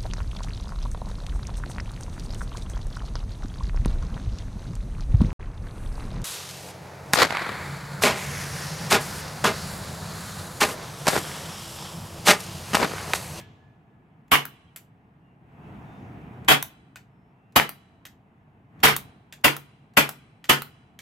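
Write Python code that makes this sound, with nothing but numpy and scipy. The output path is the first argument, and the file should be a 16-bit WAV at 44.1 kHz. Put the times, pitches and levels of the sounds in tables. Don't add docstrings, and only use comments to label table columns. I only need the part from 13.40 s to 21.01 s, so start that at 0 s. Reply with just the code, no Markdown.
import sys
import numpy as np
from scipy import signal
from scipy.fft import rfft, irfft, next_fast_len
from scipy.io import wavfile
from scipy.ndimage import uniform_filter1d, minimum_filter1d

SR = 44100
rng = np.random.default_rng(int(sys.argv[2]) if len(sys.argv) > 2 else 0)


def volts(x):
    e = np.asarray(x, float) / 20
    return 10 ** e


def master(y):
    cut = np.clip(np.atleast_2d(y).T, -1, 1)
    pcm = np.round(cut * 32767)
    wavfile.write(sys.argv[1], SR, pcm.astype(np.int16))


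N = 335601

# start in seconds, blast peak in dB, hammer tick ahead in seconds,
# slide home after in seconds, force of the slide on its rear stop in dB.
SHOTS = [
    (.918, -3.5, .0375, .1353, -4.5),
    (3.085, -6.5, .0374, .1412, -15),
    (4.1617, -5.5, .0381, .1305, -5),
    (5.435, -7.5, .0328, .1294, -7),
    (6.0441, -4.5, .0318, .1217, -6.5),
    (6.572, -3.5, .0349, .1193, -6),
    (7.0952, -4, .035, .1248, -13.5),
]
# start in seconds, peak in dB, brightness in dB.
TRIGGER_RESETS = [
    (0.001, -35, 3.5),
    (1.361, -28, 12),
    (3.558, -30.5, -0.5),
    (4.653, -29, 3),
    (5.925, -31, 1),
    (7.042, -29, -2.5),
    (7.59, -30.5, 0.5),
]
# start in seconds, peak
# in dB, brightness in # dB.
CREAKS = [
    (2.8156, -60, -0.5),
    (2.9333, -62, 2),
    (5.393, -53.5, -4),
    (5.4029, -42, -4.5),
]
# start in seconds, length in seconds, first pitch in Hz,
# last pitch in Hz, level in dB.
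SQUEAKS = [
    (1.15, .03, 3340, 3360, -64),
    (1.267, 0.033, 3200, 3250, -63.5),
    (1.82, 0.13, 2800, 2780, -71.5),
    (2.092, 0.27, 2650, 2650, -80),
    (2.45, 0.19, 3630, 3590, -83),
    (3.677, 0.28, 5200, 5450, -88),
    (3.895, 0.3, 2637, 2790, -75),
]
# climb start in seconds, climb time in seconds, height in dB, time
# in seconds, close to a shot, from which it holds briefly and then falls.
GAIN_SWELLS = [
    (-.6, .3, 12.5, -0.0968),
    (1.95, 0.38, 14, 3),
    (5.26, 0.21, 11.5, 5.5),
]

# frequency in Hz, level in dB per Hz.
GAS_COLOUR = [(25, -50), (70, -30), (130, -13), (300, -4.5), (600, -6), (800, -1), (1400, -0.5),
              (3200, -2.5), (3900, -11), (5500, -15), (9800, -17.5), (12300, -11.5), (15300, -20),
              (16500, -33.5)]
# frequency in Hz, level in dB per Hz.
STOP_COLOUR = [(300, -25), (1000, -7), (2000, 2), (3400, -2.5), (4500, -15), (12000, -26), (16500, -32)]
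# frequency in Hz, level in dB per Hz.
METAL_COLOUR = [(300, -33.5), (700, -9), (1400, -2), (2300, -5), (3000, -8), (6500, -13.5), (9000, -11.5),
                (12500, -2), (15500, -9), (16500, -20)]
# frequency in Hz, level in dB per Hz.
SEAR_COLOUR = [(290, -38), (500, -7), (1190, -6.5), (1660, -0.5), (1890, 0), (5190, -10), (7170, -7.5),
               (9740, -17.5), (11600, -12), (15100, -16.5), (16500, -29.5)]
# frequency in Hz, level in dB per Hz.
HUM_COLOUR = [(12, -55), (20, -19.5), (48, -9), (86, -3.5), (135, 1), (244, -6.5), (382, -15), (440, -14),
              (535, -22.5), (709, -14), (1180, -21.5), (2660, -30), (4530, -50.5), (15200, -61),
              (16500, -72)]
# frequency in Hz, level in dB per Hz.
AFTER_COLOUR = [(300, -11), (1000, -4.5), (3300, 2), (4500, -9.5), (7000, -14.5), (10000, -30.5),
                (16500, -45.5)]
# frequency in Hz, level in dB per Hz.
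CLOTH_COLOUR = [(2000, -20.5), (4500, -4), (6500, -1), (7500, -12), (12000, -30.5)]

# frequency in Hz, likeness from -1 to 1.
HUM_ALIKE = [(60, 1), (130, 0.98), (290, 0.9), (640, 0.8), (1410, -0.22), (3100, 0.3), (6820, 0.7),
             (15000, 0.98)]
# frequency in Hz, likeness from -1 to 1.
ROOM_ALIKE = [(60, 0.1), (130, 0.69), (290, 0.55), (640, 0.46), (1410, 0.035), (3100, 0.3), (6820, 0.5),
              (15000, 0.85)]
# frequency in Hz, time to fall by 60 dB in seconds.
ROOM_DECAY = [(60, .2), (200, 0.34), (500, 0.23), (1500, 0.21), (4000, 0.21), (9000, 0.18), (16000, .16)]
# frequency in Hz, time to fall by 60 dB in seconds.
STAIRWELL_DECAY = [(300, 0.63), (1500, 1), (4000, 0.97), (7000, 0.8), (9000, 0.93), (14000, 0.13)]

# pitch in Hz, level in dB,
# time to fall by 60 dB in seconds, onset in seconds.
RINGS = [(142.5, -17.5, .36, .03), (208, -3.5, 0.05, .006), (260, -4.5, 0.062, .006),
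         (310.5, -22, 0.16, 0.0096), (410, -24.5, 0.27, .015), (448, -21, 0.23, 0.0032),
         (607, -19.5, 0.15, .006), (743.5, -7, 0.085, .007), (866, -8.5, 0.069, 0.0069),
         (973, -11, 0.061, .006), (1355, -13.5, .06, 0.0034), (2600, -57, 0.74, .01), (3962, -51.5, 1, .01)]
# pitch in Hz, level in dB, time to fall by 60 dB in seconds.
CAN = (1705, -62, 3.5)
# pitch in Hz, level in dB, time to fall by 60 dB in seconds,
# delay in seconds.
FRAME_RINGS = [(3330, -7.5, .01, 0), (2340, -11, 0.0079, 0.0092), (1550, -11.5, 0.018, 0.0013)]
# pitch in Hz, level in dB, time to fall by 60 dB in seconds,
# delay in seconds.
BREECH_RINGS = [(1350, -11, .01, .0003)]
# pitch in Hz, level in dB, time to fall by 60 dB in seconds,
# delay in seconds.
BUFFER_RINGS = [(2000, 10, .004, 0), (3100, 5, .003, .0002)]

SLAM_AFTER_S = .037
HOME_DB, HOME_BRIGHT_DB, HAMMER_DB = -18, -0.2, -53
RINGING_DB, RATTLE_DB, PUSH_DB = 0.9, -2, -11
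PUSH_PER_GAIN, RATTLE_PER_GAIN, RINGING_PER_GAIN = -0.5, .15, -0.23
PUSH_LOSS_DB = .8
REST_DB, GAIN_HOLD_S, GAIN_FALL_S = -1.3, 0.037, 0.18
BRUSH_S, BRUSH_RISE_S, BRUSH_FALL_S, BRUSH_DB = 2.65, .3, 0.08, -90.5
TOP_HZ = 15900


def along(points, hz):
    f, v = np.transpose(points)
    return np.interp(np.log(hz + 1), np.log(f + 1), v)


def unit(x):
    return x / np.sqrt(np.mean(x ** 2) + 1e-20)


def kernel(spectrum, tilt_db=0, size=2048):
    hz = np.fft.rfftfreq(size, 1 / SR)
    level_db = along(spectrum, hz) + tilt_db * np.clip(hz / 8000 - .5, 0, 1)
    cepstrum = irfft(np.log(volts(level_db) + 1e-5))
    folded = np.concatenate([cepstrum[:1], 2 * cepstrum[1:size // 2], np.zeros(size // 2)])
    knock = irfft(np.exp(rfft(folded)))
    return knock / np.linalg.norm(knock)


def pair(n, alike, spectrum=((1, 0), (2, 0))):
    m = next_fast_len(n, True)
    hz = np.fft.rfftfreq(m, 1 / SR)
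    turn = np.arccos(np.clip(along(alike, hz), -1, 1)) / 2
    coloured = rfft(rng.standard_normal((2, m))) * volts(along(spectrum, hz))
    mid, side = irfft(coloured * [np.cos(turn), np.sin(turn)], m)
    return unit(np.array([mid + side, mid - side])[:, :n])


def add(track, s, sound):
    part = track[..., max(round(s * SR), 0):][..., :sound.shape[-1]]
    part += sound[..., :part.shape[-1]]


def gain_at(s):
    db = REST_DB
    for start, climb, height_db, shot in GAIN_SWELLS:
        rise = np.sin(np.pi / 2 * np.clip((s - start) / climb, 0, 1)) ** 2
        since_release = np.maximum(s - shot - GAIN_HOLD_S, 0)
        db = db + height_db * rise * np.exp(-(since_release / GAIN_FALL_S) ** 1.2)
    return db


def heard(contacts):
    return [(s, db + gain_at(s), *rest) for s, db, *rest in contacts]


def clicks(events, spectrum, t60, bounce_s, bounce_db, offset_db, modes=()):
    out, t = np.zeros(N), np.arange(SR // 10) / SR
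    for s, db, *bright_db in events:
        bounce = volts(bounce_db - 60 * (t - bounce_s) / t60) * (t > bounce_s)
        shape = volts(-60 * t / t60) + bounce
        contact = shape * rng.standard_normal(len(t))
        burst = np.convolve(contact, kernel(spectrum, sum(bright_db)))[:len(t)]
        burst = burst / np.abs(burst).max()
        for hz, level_db, ring_s, delay in modes:
            age = np.maximum(t - delay, 0)
            fade = volts(level_db + rng.normal(0, 4) - 60 * age / ring_s)
            burst = burst + fade * np.sin(2 * np.pi * hz * rng.normal(1, 0.011) * age)
        add(out, s, volts(db + offset_db - gain_at(s)) * burst)
    return out


def reverb(x, t60s, seconds, count):
    out = np.zeros((2, N))
    for at in np.array_split(np.arange(N), count):
        hz, t, z = signal.stft(pair(int(seconds * SR), ROOM_ALIKE), SR, nperseg=256)
        fading = z * volts(-60 * t / along(t60s, hz)[:, None])
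        tail = signal.istft(fading, SR, nperseg=256)[1]
        tail = tail / np.sqrt(np.sum(tail ** 2) / 2)
        add(out, at[0] / SR, signal.fftconvolve(x[:, at], tail, axes=1))
    return out


def traffic_hum():
    z = signal.stft(pair(N, HUM_ALIKE, HUM_COLOUR), nperseg=512)[2]
    patches = rng.standard_normal(z.shape[1:])
    patches = uniform_filter1d(uniform_filter1d(patches, 5, 0), 10, 1)
    patchy = signal.istft(z * volts(1.0 * unit(patches)), nperseg=512)[1][:, :N]
    return volts(-54) * unit(patchy)


def microphone_hiss():
    colour = [(3000, -14), (9000, -5.5), (13000, -0.5), (16000, -2.5)]
    return volts(-94.5) * pair(N, HUM_ALIKE, colour)


def earlier_shot():
    hz, db, t60 = CAN
    t = np.arange(N) / SR
    beat = np.cos(2 * np.pi * 1.8 * t)
    wander = np.cumsum(rng.normal(0, .035, N))
    can = volts(db - 60 * t / t60) * beat * np.sin(2 * np.pi * hz * t + wander)
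    return can + volts(-62.0 - 60 * t / 1.2) * pair(N, ROOM_ALIKE, AFTER_COLOUR)


def trigger_resets():
    return clicks(TRIGGER_RESETS, SEAR_COLOUR, t60=.035, bounce_s=0.012, bounce_db=-8, offset_db=-1.5,
                  modes=FRAME_RINGS)


def hammer_ticks_and_creaks():
    hammer = [(s - ahead, HAMMER_DB) for s, _, ahead, _, _ in SHOTS]
    return clicks(heard(hammer) + CREAKS, SEAR_COLOUR, t60=0.014, bounce_s=0.0034, bounce_db=-9.5,
                  offset_db=-1.5)


def push(t, tau):
    u = np.maximum(t, 0) / tau
    return u * (2 - u) * np.exp(-u) * 2


def blasts():
    gas, rings = np.zeros((2, N)), np.zeros((2, N))
    t, short = np.arange(SR) / SR, np.arange(SR // 5) / SR
    lead = .012
    spread = 0.2 * rng.choice([-1, 1], (len(RINGS), 1)) * [1, -1]
    for fired, (s, db, *_) in enumerate(SHOTS):
        lift_db = gain_at(s) - REST_DB
        ringing_db = RINGING_DB + RINGING_PER_GAIN * lift_db
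        rattle_db = RATTLE_DB + RATTLE_PER_GAIN * lift_db
        push_db = PUSH_DB - PUSH_LOSS_DB * fired + PUSH_PER_GAIN * lift_db

        opening = np.minimum(short / lead, 1) ** 6
        opening = opening * volts(-60 * np.maximum(short - lead - .006, 0) / 0.048)
        rattle = volts(rattle_db + 9 * rng.standard_normal(len(short)))
        crackle = 1 + rattle * (rng.random(len(short)) < .02)
        rush = opening * crackle * pair(len(short), ROOM_ALIKE)
        jet = signal.fftconvolve(rush, kernel(GAS_COLOUR)[None], axes=1)
        add(gas, s - lead, volts(db - 3.5) * jet)

        muzzle = push(short - np.array([[.004], [.005]]), tau=0.0008)
        wall = push(short - np.array([[.012], [.010]]), tau=0.0018)
        add(rings, s, volts(push_db + 7.0) * (muzzle - volts([[-6], [-12]]) * wall))

        for (hz, level_db, t60, onset), phase in zip(RINGS, spread):
            age = t[:round(min(t60, 1) * SR)]
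            wander = np.cumsum(rng.normal(0, 5e-6 * hz, len(age)))
            fade = volts(level_db + ringing_db + rng.normal(0, 1.8) - 60 * age / t60)
            swell = fade * (1 - np.exp(-(age / onset) ** 2))
            add(rings, s - .002, swell * np.sin(2 * np.pi * hz * age + wander + phase[:, None]))
    return gas, rings


def slide_slams():
    stops = [(s + SLAM_AFTER_S, force_db) for s, _, _, _, force_db in SHOTS]
    return clicks(heard(stops), STOP_COLOUR, t60=.002, bounce_s=.001, bounce_db=-14, offset_db=-9,
                  modes=BUFFER_RINGS)


def slide_returns():
    homes = [(s + after, HOME_DB, HOME_BRIGHT_DB) for s, _, _, after, _ in SHOTS]
    return clicks(heard(homes), METAL_COLOUR, t60=0.008, bounce_s=0.002, bounce_db=-9, offset_db=1.0,
                  modes=BREECH_RINGS)


def squeaks():
    out = np.zeros(N)
    for s, length, from_hz, to_hz, db in SQUEAKS:
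        n = round(length * SR)
        steps = 2 * np.pi * np.linspace(from_hz, to_hz, n) / SR
        phase = np.cumsum(steps + rng.normal(0, 0.053, n))
        add(out, s, volts(db) * np.hanning(n) ** 0.35 * np.sin(phase))
    return out


def sleeve_brush():
    t = np.arange(N) / SR
    away = np.maximum((BRUSH_S - t) / BRUSH_RISE_S, (t - BRUSH_S) / BRUSH_FALL_S)
    return volts(BRUSH_DB - 8.7 * away ** 2) * pair(N, HUM_ALIKE, CLOTH_COLOUR)


def scene():
    gas, rings = blasts()
    slams, returns = slide_slams(), slide_returns()
    trigger = trigger_resets() + hammer_ticks_and_creaks()
    parts = slams + returns + trigger

    to_room = volts(.5) * gas + volts(-5.5) * returns + volts(-4.0) * trigger + volts(-7) * slams
    room = reverb(to_room, ROOM_DECAY, seconds=.5, count=9)
    stairwell = volts(-32) * reverb(to_room, STAIRWELL_DECAY, seconds=1.5, count=2)

    pistol = gas + parts + volts(-6) * rings + room + stairwell
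    background = earlier_shot() + squeaks() + traffic_hum() + microphone_hiss() + sleeve_brush()
    return pistol + background


def top_cut(x):
    return signal.sosfilt(signal.butter(12, 16990, fs=SR, output="sos"), x)


def record(dry):
    bass_cut = signal.butter(2, 55, 'high', fs=SR, output='sos')
    x = signal.sosfilt(bass_cut, dry)
    x = x * volts(gain_at(np.arange(N) / SR))
    needed = np.minimum(1, volts(1.0) / (np.abs(x).max(axis=0) + 1e-9))
    span = round(.014 * SR)
    x = x * uniform_filter1d(minimum_filter1d(needed, span), span)
    x = x / (1 + np.abs(x) ** 8) ** (1 / 8)
    band_limit = signal.ellip(10, .5, 45, TOP_HZ, fs=SR, output='sos')
    x = signal.sosfilt(band_limit, x)
    return top_cut(x)


dry = scene()
out = record(dry)
master(out)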